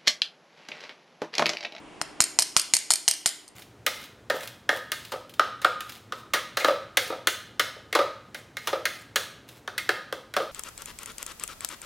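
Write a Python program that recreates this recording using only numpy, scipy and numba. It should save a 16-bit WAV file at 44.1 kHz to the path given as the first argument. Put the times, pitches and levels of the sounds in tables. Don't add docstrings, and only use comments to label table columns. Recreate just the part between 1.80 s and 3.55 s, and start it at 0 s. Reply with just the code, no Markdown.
import sys
import numpy as np
from scipy import signal
from scipy.fft import rfft, irfft
from scipy.io import wavfile
from numba import njit

SR = 44100
rng = np.random.default_rng(int(sys.argv[2]) if len(sys.argv) > 2 else 0)


def bounce(signal):
    frames = np.transpose(np.atleast_2d(signal))
    limited = np.clip(frames, -1, 1)
    pcm = np.round(limited * 32767).astype(np.int16)
    wavfile.write(sys.argv[1], SR, pcm)


N = 77175

# start in seconds, level in dB, thump offset in dB, case offset in dB,
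# brightness of the body in dB per octave.
LOCK_TAPS = [(.2145, -17, 3, 6.5, -5.5), (0.4045, -4.5, 2.5, -6, 1.5), (0.5888, -1, -12, -1.5, -2),
             (.7657, 0.5, -0.5, -5, 0.5), (.9371, 1.5, -6, -7.5, 0), (1.105, 1, -33, -0.5, 1.5),
             (1.2793, 1, -7, -1.5, -5.5), (1.4597, 1, -5.5, -2, 1.5)]
# landing time in seconds, level in dB.
STEEL_BOUNCES = [(.2192, -30), (0.2215, -26), (0.4121, -9.5), (0.417, -16), (0.4213, -9.5), (0.4399, -8),
                 (0.5953, -4), (.6056, -14), (0.623, -5.5), (0.6271, -10), (0.7722, -1), (0.782, -14),
                 (0.7968, -4.5), (0.8167, -14.5), (0.9421, -1.5), (0.9516, -7), (0.961, -20), (0.9677, -1),
                 (0.989, -17), (1.1112, 1.5), (1.1196, -3), (1.137, 1), (1.1575, -5.5), (1.285, 3),
                 (1.2944, -30), (1.3123, 1), (1.3342, -28), (1.338, -12), (1.4646, -0.5), (1.4753, -7),
                 (1.4909, -11.5), (1.6795, -27.5), (1.687, -31.5)]
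# frequency in Hz, level in dB, seconds to fall by 60 dB.
BODY_MODES = [(2142, -11.5, .012), (2910, -7.5, 0.012), (4284, 1, 0.0083), (4400, -19.5, 0.019),
              (5020, -2.5, .013), (5810, -2, 0.0059), (6700, -1.5, 0.012), (7260, -3, 0.014),
              (8020, -7, 0.015), (9250, -2, 0.01), (10330, -17.5, 0.024)]
CASE_MODES = [(410, -33, 0.3), (646, -24, 0.22), (659.7, -4.5, 0.021), (890, 2, 0.0097), (1319, 1, 0.011),
              (1880, -6.5, 0.011)]
STEEL_MODES = [(2338, -6.5, 0.022), (3140, -12, 0.055), (4260, 1.5, 0.016), (4533, -3.5, 0.017),
               (4680, -8.5, 0.0072), (4833, 3, 0.016), (5225, 2, 0.021), (6120, -1.5, 0.0094),
               (6680, -3.5, 0.032), (8200, -4, 0.023), (8600, -1, 0.051), (9040, -3.5, 0.016),
               (10640, 1, 0.0081), (11380, -5, 0.015)]
# frequency in Hz, relative level in dB.
CRACK_SPECTRUM = [(300, -65), (1000, -0.5), (2500, 1.5), (4300, -3), (7000, 5.5), (9500, -7), (12000, -9.5),
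                  (16000, -56)]
SCRAPE_SPECTRUM = [(200, -26.5), (900, -18), (2200, -12), (3500, -17.5), (4400, 0.5), (6500, -4), (9000, 2),
                   (12000, -12.5), (16000, -16)]
WALL_SPECTRUM = [(100, -30), (230, -6.5), (340, 2), (520, -7.5), (1200, -4), (2300, 4), (3500, 1.5),
                 (4400, -0.5), (7000, -2.5), (9000, -4.5), (12500, -3)]
AIR_SPECTRUM = [(30, -5), (80, -11.5), (150, -7), (240, -4), (330, 0), (520, -7.5), (690, -6), (950, -7),
                (1500, -13.5), (2900, -15), (4100, -24.5), (9600, -30), (11500, -42.5), (13000, -88)]
# frequency in Hz, side against mid in dB.
CLOSE_WIDTH = [(400, -4), (1500, -23.5), (5000, -9.5), (8000, -7.5), (12000, 0)]
ROOM_WIDTH = [(40, -4), (130, -4), (320, -10), (700, -6.5), (1500, -11.5), (3200, -9), (6000, -18),
              (10000, -7)]

BODY_DB, CASE_DB, CRACK_DB, CRACK_T60_S = -1.5, -7.5, 6, 0.009
THUMP_DB, THUMP_S, JOLT_DB, JOLT_S, REBOUND = -14, 0.00078, -14.5, 0.00029, 0.58
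CHATTER_DB, CHATTER_T60_S, CHATTER_DELAY_S = -18, 0.14, 0.0088
STEEL_DB, SCRAPE_DB, GRAZE_DB, GRAZE_LEAD_S = -13.5, 11, -9, 0.0011
SCUFF_DB, SCUFF_T60_S = -4.5, 0.006
DETUNE, STEREO_PHASE_RAD = 0.006, 0.18
ECHO_DB, ECHO_DELAY_S, DULL_T60_S, BRIGHT_T60_S = -12.5, 0.0093, 0.42, 0.44
AIR_DB, HUM_DB, HUM_HZ = -47.5, -56.5, 303.2
AGC_THRESHOLD_DB, AGC_ATTACK_S, AGC_RELEASE_S = -23, 0.014, 4.4
CLIP_DB, LOW_CUT_HZ, HIGH_CUT_HZ = -1.5, 70, 12900


def taps():
    out, crack = np.zeros((2, 2, N))
    hiss = noise([(100, 0), (10000, 0)], CLOSE_WIDTH)
    chatter = noise(SCRAPE_SPECTRUM, CLOSE_WIDTH)
    thump = push(THUMP_S)
    jolt = push(JOLT_S) * np.array([[1], [-1]])
    for start, db, thump_db, case_db, tilt_db in LOCK_TAPS:
        add(out, undb(db + BODY_DB) * ring(BODY_MODES, scatter_db=1, tilt_db=tilt_db), start)
        add(out, undb(db + CASE_DB + case_db) * ring(CASE_MODES, scatter_db=1, size=16384), start)
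        add(crack, undb(db + CRACK_DB) * burst(hiss, CRACK_T60_S), start)
        add(out, undb(2 * db + CHATTER_DB) * burst(chatter, CHATTER_T60_S), start + CHATTER_DELAY_S)
        add(out, undb(db + THUMP_DB + thump_db) * thump + undb(db + JOLT_DB) * jolt, start)
    return out + colour(crack, CRACK_SPECTRUM)


def push(time_constant_s):
    age = np.arange(N) / SR / time_constant_s
    return age * (1 - REBOUND * age) * np.exp(1 - age)


def ring(modes, scatter_db, tilt_db=0, size=4096):
    hz, db, t60 = np.array(modes).T[:, :, None]
    level_draw, tune_draw, phase_draw = rng.standard_normal((3, len(modes), 1))
    t = np.arange(size) / SR
    polarity = (-1) ** np.arange(len(modes))[:, None]
    mode_db = db + scatter_db * level_draw + tilt_db * np.log2(hz / 5000)
    envelopes = polarity * undb(mode_db) * fade(t60, size)
    phase = 2 * np.pi * hz * (1 + DETUNE * tune_draw) * t
    shift = STEREO_PHASE_RAD * phase_draw
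    return np.array([(envelopes * np.sin(phase + side * shift)).sum(0) for side in (1, -1)])


def bounces():
    out, force = np.zeros((2, 2, N))
    for landing, db in STEEL_BOUNCES:
        for start, touch_db in ((landing - GRAZE_LEAD_S, db + GRAZE_DB), (landing, db)):
            add(out, undb(touch_db + STEEL_DB) * ring(STEEL_MODES, scatter_db=1.5), start)
            add(force, undb(touch_db + SCRAPE_DB) * contact(), start)
    return out + colour(force, SCRAPE_SPECTRUM)


def contact(size=1024):
    force = undb(SCUFF_DB) * rng.standard_normal(size) * fade(SCUFF_T60_S, size)
    force[0] = 1
    return force


def room_echo(source):
    wash = noise(WALL_SPECTRUM, ROOM_WIDTH)
    dull = colour(wash, [(2500, -12), (7000, -28)])
    tail = dull * fade(DULL_T60_S) + (wash - dull) * fade(BRIGHT_T60_S)
    tail *= undb(ECHO_DB) / np.sqrt((tail ** 2).sum() / 2)
    out = np.zeros((2, N))
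    add(out, signal.fftconvolve(source.mean(0)[None], tail, axes=1), ECHO_DELAY_S)
    return out


def room_tone():
    hum = np.sqrt(2) * np.sin(2 * np.pi * HUM_HZ * np.arange(N) / SR)
    return undb(AIR_DB) * noise(AIR_SPECTRUM, ROOM_WIDTH) + undb(HUM_DB) * hum


def undb(db):
    return 10 ** (np.asarray(db) / 20)


def fade(t60, size=N):
    return np.exp(-np.log(1000) * np.arange(size) / SR / t60)


def colour(x, spectrum):
    hz, db = np.array(spectrum).T
    bin_hz = np.maximum(np.fft.rfftfreq(N, 1 / SR), 1)
    return irfft(rfft(x) * undb(np.interp(np.log(bin_hz), np.log(hz), db)), N)


def noise(spectrum, width):
    mid, side = colour(rng.standard_normal((2, N)), spectrum)
    side = colour(side, width)
    stereo = np.array([mid + side, mid - side])
    return stereo / stereo.std()


def burst(hiss, t60, size=8192):
    first = rng.integers(N - size)
    return hiss[:, first:first + size] * fade(t60, size)


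def add(out, x, start_s):
    first = int(np.clip(start_s * SR, 0, N - 1))
    count = min(x.shape[-1], N - first)
    out[:, first:first + count] += x[..., :count]


@njit
def follow(x, attack, release):
    levels, level = np.empty(len(x)), 0.
    for i in range(len(x)):
        level += (x[i] - level) * (attack if x[i] > level else release)
        levels[i] = level
    return levels


def scene():
    lock = taps() + bounces()
    return lock + room_echo(lock) + room_tone()


def record(dry):
    level = follow(abs(dry).mean(0), 1 / (AGC_ATTACK_S * SR), 1 / (AGC_RELEASE_S * SR))
    gain = np.minimum(1, undb(AGC_THRESHOLD_DB) / (level + 1e-9)) ** 0.5
    clipped = undb(CLIP_DB) * np.tanh(dry * gain / undb(CLIP_DB))
    low_cut = signal.butter(1, LOW_CUT_HZ, "high", fs=SR, output="sos")
    high_cut = signal.ellip(8, 0.2, 60, HIGH_CUT_HZ, fs=SR, output="sos")
    return signal.sosfilt(high_cut, signal.sosfilt(low_cut, clipped))


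dry = scene()
out = record(dry)
bounce(out)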